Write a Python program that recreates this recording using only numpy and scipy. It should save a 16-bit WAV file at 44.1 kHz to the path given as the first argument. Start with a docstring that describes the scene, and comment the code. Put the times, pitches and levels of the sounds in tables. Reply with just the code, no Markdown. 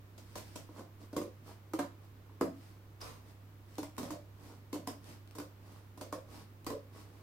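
"""Scissors cut a big sheet of corrugated cardboard on a carpet, in short strokes.
Each flute fails under the blades: its fibres crackle, and the impulse excites a hollow knock
and the bending modes of the sheet. Between cuts, friction makes the blades scrape along the slot;
once they bind and squeak, and now and then their edges click together.
A small room reverberates, over a steady mains hum, soft air noise and a thin whine."""
import sys
import numpy as np
from scipy import signal
from scipy.fft import rfft, irfft, next_fast_len
from scipy.io import wavfile
from scipy.ndimage import uniform_filter1d

SR = 44100
rng = np.random.default_rng(int(sys.argv[2]) if len(sys.argv) > 2 else 0)


def generate_wav(sig):
    """Save sig (samples, or channels by samples) to the path in sys.argv[1] as 16-bit PCM at SR."""
    pcm = np.round(np.clip(np.atleast_2d(sig).T, -1, 1) * 32767).astype(np.int16)
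    wavfile.write(sys.argv[1], SR, pcm)


N = 318402
TIME = np.arange(N) / SR
AGE = np.arange(SR // 3) / SR  # seconds into one short sound

# Flutes giving way. Each row: time in seconds, then relative levels of crack, knock and boom in dB.
COLLAPSES = [(.179, -54.5, -64, -66), (0.3559, -45.5, -42.5, -48), (0.3771, -47, -65, -57),
             (0.5576, -45.5, -48, -46.5), (.69, -74, -57, -50.5), (0.7922, -60, -50.5, -48),
             (1.1298, -57, -49, -42), (1.1648, -42, -37, -31), (1.215, -52, -47, -35.5),
             (1.7353, -46.5, -40, -32), (1.79, -42.5, -31, -31.5), (2.296, -90, -61, -57.5),
             (2.4107, -42, -32, -24.5), (3.7825, -46, -42.5, -36), (3.831, -48, -45, -42.5),
             (3.981, -42.5, -41, -36.5), (4.029, -49.5, -45.5, -39), (4.1055, -46.5, -42, -39),
             (4.73, -44.5, -47, -33.5), (4.7435, -56, -52, -40.5), (4.757, -55, -47, -43),
             (4.8731, -42, -38.5, -36.5), (5.3517, -53, -53.5, -49), (5.3833, -48, -47, -42.5),
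             (5.4, -52, -46, -46), (5.976, -57.5, -53.5, -51), (6.0116, -47.5, -44, -48.5),
             (6.126, -46.5, -37.5, -40), (6.666, -42.5, -41, -37), (6.7019, -47.5, -40, -37.5)]
# Spectrum of a scraping blade. Each row: frequency in Hz, relative spectral density in dB.
SCRAPE_SPECTRUM = [(300, 12.5), (1100, 5.5), (2000, 6), (3300, 2.5), (5200, 4), (7000, -1), (8700, 1),
                   (11000, -3), (14000, -2), (16000, -14)]
# Spectrum of crushed paper. Each row: frequency in Hz, relative spectral density in dB.
CRUNCH_SPECTRUM = [(40, -35), (150, -27), (400, 4), (650, 3), (830, -2.5), (1080, 3.5), (1500, -9.5),
                   (1900, -15.5), (2500, -19.5), (4000, -40)]


def amp(db):
    """Amplitude ratio of a level in decibels."""
    return 10 ** (np.asarray(db) / 20)


def unit(x):
    """Normalisation to an rms of 1."""
    return x / np.sqrt(np.mean(x ** 2) + 1e-20)


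def unit_hit(x):
    """Normalisation of a transient to the energy of 10 ms at rms 1."""
    return unit(x) * np.sqrt(SR / 100 / x.shape[-1])


def along(points, hz):
    """Interpolation of (Hz, value) points on a logarithmic frequency axis."""
    freqs, values = np.transpose(points)
    return np.interp(np.log(hz + 1), np.log(freqs), values)


def filtered(x, response):
    """Linear filtering: the spectrum of x is multiplied by a frequency response."""
    n = x.shape[-1]
    size = next_fast_len(n + SR // 5)
    return irfft(rfft(x, size) * response(np.fft.rfftfreq(size, 1 / SR)), size)[..., :n]


def coloured(x, spectrum):
    """Spectral shaping by a curve of (Hz, dB) points."""
    return filtered(x, lambda hz: amp(along(spectrum, hz)))


def add(track, s, sound):
    """Superposition of a sound on the track, from s seconds on."""
    part = track[:, max(round(s * SR), 0):][:, :sound.shape[-1]]
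    part += sound[..., :part.shape[-1]]


def diffuse(pair):
    """A diffuse field is coherent at two nearby points only at long wavelengths."""
    # Each row: frequency in Hz, correlation of left and right.
    coherence = [(100, 0.93), (290, 0.93), (640, 0.39), (1400, 0), (3000, 0)]
    turn = lambda hz: np.arccos(np.clip(along(coherence, hz), -1, 1)) / 2
    mid, side = filtered(pair, lambda hz: np.array([np.cos(turn(hz)), np.sin(turn(hz))]))
    return np.array([mid + side, mid - side])


def in_room(x, wet_db, build_s=0.0036):
    """Reverberation: reflections build up behind the direct sound and decay exponentially."""
    # Each row: frequency in Hz, time to decay by 60 dB in seconds.
    decay_times = [(150, 0.47), (300, 0.11), (600, 0.24), (1200, 0.29), (5000, 0.29), (9000, 0.23),
                   (15000, 0.24)]
    hz, t, bands = signal.stft(diffuse(rng.standard_normal((2, SR // 2))), SR, nperseg=256)
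    tail = signal.istft(bands * amp(-60 * t / along(decay_times, hz)[:, None]), SR, nperseg=256)[1]
    tail *= 1 - np.exp(-(np.arange(tail.shape[1]) / SR / build_s) ** 2)
    x = x * np.ones((2, 1))
    reverb = signal.fftconvolve(x, tail, axes=1)[:, :x.shape[1]]
    return x + amp(wet_db) * np.std(x) * unit(reverb)


def room_tone(air_db=-60.5, whine_hz=14200, whine_width_hz=150, whine_db=-81):
    """The noise floor is a sum of tonal mains hum, broadband air noise and a narrowband whine."""
    # Each row: frequency in Hz, rms level in dB.
    hum_tones = [(100.2, -56), (66, -73)]
    # Each row: frequency in Hz, relative spectral density in dB.
    air_spectrum = [(20, 0), (45, -13), (68, 6.5), (82, 1), (140, 2.5), (210, -1), (295, 1), (420, -4.5),
                    (750, -10.5), (1100, -10), (1700, -14.5), (4000, -22), (9000, -29.5), (16000, -24.5)]
    hum = sum(amp(db) * np.sqrt(2) * np.sin(2 * np.pi * (hz * TIME + rng.random()))
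              for hz, db in hum_tones)
    air = unit(coloured(diffuse(rng.standard_normal((2, N))), air_spectrum))
    whine_band = lambda hz: np.exp(-((hz - whine_hz) / whine_width_hz) ** 2)
    whine = unit(filtered(rng.standard_normal((2, N)), whine_band))
    return hum + amp(air_db) * air + amp(whine_db) * whine


def grains(n, spread_db, size=12):
    """Tiny fibre breaks form a stereo noise whose strength changes every `size` samples."""
    strength = np.repeat(amp(spread_db * rng.standard_normal(n // size + 1)), size)[:n]
    return unit(strength * rng.standard_normal((2, n)))


def tear(tearing_s, lead_s, give_s=0.0025, crush_db=-16, crush_s=0.0019):
    """Fracture comes in clumps: a few fibres break as the blade presses, most when the flute gives."""
    t = AGE - lead_s
    after = np.maximum(t, 0)
    burst = (1 - np.exp(-after / give_s)) * np.exp(-3 * after / tearing_s)
    envelope = burst / burst.max() + amp(crush_db) * np.exp(-abs(t) / crush_s)
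    clumps = abs(np.interp(AGE, np.arange(300) / 900, 1 + .4 * rng.standard_normal(300)))
    return envelope * clumps * grains(len(AGE), spread_db=2)


def harder(spectrum, force_db, edge_hz=1350):
    """A harder break is more abrupt, so its treble grows faster than the rest."""
    return [(hz, db + force_db / (1 + (edge_hz / hz) ** 6)) for hz, db in spectrum]


def ring(modes, tuning, scatter_db, attack_s):
    """Free vibration is a sum of damped modes, whose strengths and pitches vary from cut to cut."""
    frequency, db, t60 = np.transpose(modes)[:, :, None]
    level, detune, phase = rng.standard_normal((3, len(modes), 1))
    swing = np.sin(2 * np.pi * tuning * frequency * (1 + 0.028 * detune) * AGE + 1.07 * phase)
    decay = amp(db + scatter_db * level - 60 * AGE / t60)
    onset = 1 - np.exp(-(AGE / attack_s) ** 2)
    return unit_hit((decay * swing).sum(0) * onset)


def returning_wave(hz, delay_s=0.042, spread_s=0.03, width_hz=115, droop_per_s=0.65):
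    """Dispersion: a bending wave returns from the far edge, its slower low frequencies last."""
    blur = filtered(rng.standard_normal((2, len(AGE))), lambda f: np.exp(-(f / width_hz) ** 2))
    phase = 2 * np.pi * hz * (AGE - droop_per_s * (AGE - delay_s) ** 2 / 2)
    wave = blur[0] * np.cos(phase) + blur[1] * np.sin(phase)
    envelope = np.exp(-((AGE - delay_s) / spread_s) ** 2) * (1 - np.exp(-AGE / 0.0061))
    return unit_hit(wave * envelope)


def snaps(lead_s=0.03):
    """Impulse excitation: a flute collapses, fibres tear, the liner knocks and the freed sheet booms."""
    # Squeezes of the handles. Each row: start in seconds, tearing time in seconds, sheet pitch in Hz,
    # relative level of the returning wave in dB, its pitch in Hz.
    squeezes = [(.1, 0.014, 302, -8, 603), (1.1, 0.015, 299, -7, 491.6), (1.7, .012, 304.7, -14.5, 577),
                (2.25, .013, 280.4, -12, 625.3), (3.7, 0.0087, 291, -20, 565), (3.9, 0.018, 253, -6.5, 537),
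                (4.09, 0.016, 299, -3.5, 590), (4.7, 0.005, 292, -14, 574), (5.3, 0.018, 295, -9, 569),
                (5.9, 0.012, 293, 0, 535), (6.6, 0.014, 294, 1, 512)]
    # Breaking fibres. Each row: frequency in Hz, relative spectral density in dB.
    fibre_spectrum = [(100, 4.5), (400, 9), (1300, -2.5), (2100, -2), (3100, -4), (5000, -1.5), (7000, -3),
                      (8600, -2.5), (10500, -7.5), (13700, -4.5), (16000, -17)]
    # Stiff flutes and liner near the cut. Each row: nominal frequency in Hz, level in dB, T60 in seconds.
    flute_modes = [(611.4, -3, 0.096), (736, -5, 0.068), (954, -5.5, 0.07), (1037, 5.5, 0.029),
                   (1177, -6.5, 0.031), (1324, -14.5, 0.037), (1486, -12, 0.042)]
    # Bending of the sheet. Each row: multiple of the sheet pitch, level in dB, T60 in seconds.
    sheet_modes = [(.55, -18, 0.11), (.85, -17.5, 0.079), (1, -1.5, .12), (1.16, -14.5, 0.2),
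                   (1.42, -15.5, 0.15), (1.68, -11, 0.086)]
    bass_cut = signal.butter(3, 140, "high", fs=SR, output="sos")  # a free sheet radiates no deep bass
    track = np.zeros((2, N))
    for s, crack_db, knock_db, boom_db in COLLAPSES:
        _, tearing_s, sheet_hz, return_db, return_hz = [row for row in squeezes if row[0] <= s][-1]
        crack = unit_hit(coloured(tear(tearing_s, lead_s), fibre_spectrum))
        crunch_spectrum = harder(CRUNCH_SPECTRUM, force_db=max(knock_db + 42.5, -8))
        crunch = unit_hit(coloured(tear(tearing_s, lead_s)[0], crunch_spectrum))
        knock = ring(flute_modes, tuning=0.99, scatter_db=3.5, attack_s=0.00067)
        bending = ring(sheet_modes, tuning=sheet_hz, scatter_db=2, attack_s=0.0018)
        boom = signal.sosfilt(bass_cut, bending)
        add(track, s - lead_s - .001, amp(crack_db - 0.5) * in_room(crack, wet_db=1))
        add(track, s - lead_s, amp(knock_db - 11) * in_room(crunch, wet_db=1.5))
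        add(track, s, amp(knock_db - 3) * in_room(knock, wet_db=-3))
        add(track, s, amp(boom_db) * in_room(boom, wet_db=-5, build_s=0.0045))
        add(track, s, amp(boom_db + return_db - 4.5) * in_room(returning_wave(return_hz), wet_db=1.5))
    return track


def slides(fall_over_rise=1.17, lurch_delay_s=0.018, lurch_rise_s=0.019, crackle_db=-3, snags_per_s=220):
    """Sliding friction: the blades hiss along the cut edge, snag fibres and set the sheet rustling."""
    # Blades reopening or pushed along the slot. Each row: time of the peak in seconds,
    # rise time in seconds, then relative levels of scrape and rustle in dB.
    strokes = [(.43, 0.2, -64.5, -78), (.785, 0.039, -63.5, -51), (1.025, 0.028, -65, -55.5),
               (1.49, 0.039, -60.5, -55), (2.04, 0.022, -73, -61.5), (2.64, 0.088, -67.5, -74),
               (3.285, .033, -67, -61), (3.74, 0.074, -69.5, -73), (4.06, 0.066, -60, -52),
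               (4.47, 0.075, -63.5, -55), (5.095, 0.056, -59.5, -56), (5.715, .085, -67.5, -59.5),
               (6.355, 0.062, -59.5, -53.5), (6.98, .048, -62, -56), (7.17, 0.13, -73, -63)]
    # After each collapse the blade lurches on.
    lurches = [(s + lurch_delay_s, lurch_rise_s, crack_db - 24.5, boom_db - 21)
               for s, crack_db, _, boom_db in COLLAPSES]
    peak, rise, scrape_db, rustle_db = np.transpose(list(strokes) + lurches)[:, :, None]
    t = TIME[::SR // 1000]
    speed = np.exp(-((t - peak) / np.where(t < peak, rise, fall_over_rise * rise)) ** 2)
    envelope = lambda db: np.interp(TIME, t, (amp(db) * speed).sum(0))
    scrape = envelope(scrape_db) * unit(coloured(grains(N, spread_db=3, size=30), SCRAPE_SPECTRUM))
    # Each row: frequency in Hz, relative spectral density in dB.
    rustle_spectrum = [(30, -43), (80, -9), (170, -1), (300, 7.5), (420, -1), (620, -9.5), (820, -5),
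                       (1080, -7.5), (1500, -46), (3000, -52)]
    drag = unit(coloured(diffuse(rng.standard_normal((2, N))), rustle_spectrum))
    snags = (rng.random(N) < snags_per_s / SR) * rng.standard_normal(N)
    crackle = amp(crackle_db) * unit(coloured(snags, CRUNCH_SPECTRUM))
    rustle = envelope(rustle_db) * (drag + crackle)
    return in_room(amp(1.5) * scrape + amp(-5) * rustle, wet_db=-3)


def jam(start_s=3.002, attack_s=0.007, fade_s=0.105, squeak_hz=5000, wander_hz=330,
        squeak_delay_s=0.0156, squeak_s=0.004):
    """Friction binds the blades: steel squeaks on steel, and a rasp through the paper dies away."""
    push = (1 - np.exp(-AGE / attack_s)) * np.exp(-(AGE / fade_s) ** np.sqrt(2))
    scrape = unit(coloured(grains(len(AGE), spread_db=2.5, size=30), SCRAPE_SPECTRUM))
    crunch = unit(coloured(diffuse(grains(len(AGE), spread_db=0, size=60)), CRUNCH_SPECTRUM))
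    rasp = amp(-51) * push * (scrape + crunch)
    pitch = squeak_hz + wander_hz * unit(uniform_filter1d(rng.standard_normal(len(AGE)), size=30))
    pulse = np.exp(-((AGE - squeak_delay_s) / squeak_s) ** 2)
    squeak = amp(-43) * pulse * np.sin(2 * np.pi * np.cumsum(pitch) / SR)
    track = np.zeros((2, N))
    add(track, start_s, in_room(rasp + squeak, wet_db=-1))
    return track


def ticks(contact_s=0.0011):
    """A brief contact has a broad spectrum: steel catches on steel with a tiny click."""
    # Each row: start in seconds, level in dB.
    contacts = [(3.755, -61), (3.967, -59), (5.043, -61.5), (5.275, -63.5), (5.310, -61.5), (6.646, -60)]
    track = np.zeros((2, N))
    touch = AGE * np.exp(-2 * AGE / contact_s)
    for s, db in contacts:
        click = unit_hit(coloured(rng.standard_normal((2, len(AGE))) * touch, SCRAPE_SPECTRUM))
        add(track, s, amp(db) * in_room(click, wet_db=-2))
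    return track


def scene():
    """Superposition: the pressures of the cutting and the room tone add."""
    return snaps() + ticks() + slides() + jam() + room_tone()


def record(dry, top_hz=16050):
    """A band-limited stereo response, a little stronger on the right in the bass and middle."""
    # Each row: frequency in Hz, level of right over left in dB.
    balance = [(60, 4.5), (200, 0.5), (500, 2), (1000, 3), (2000, 0), (6000, 0), (13000, -1)]
    sides = np.array([[-.5], [.5]])
    return filtered(dry, lambda hz: amp(along(balance, hz) * sides) * (hz < top_hz))


dry = scene()
out = record(dry)
generate_wav(out)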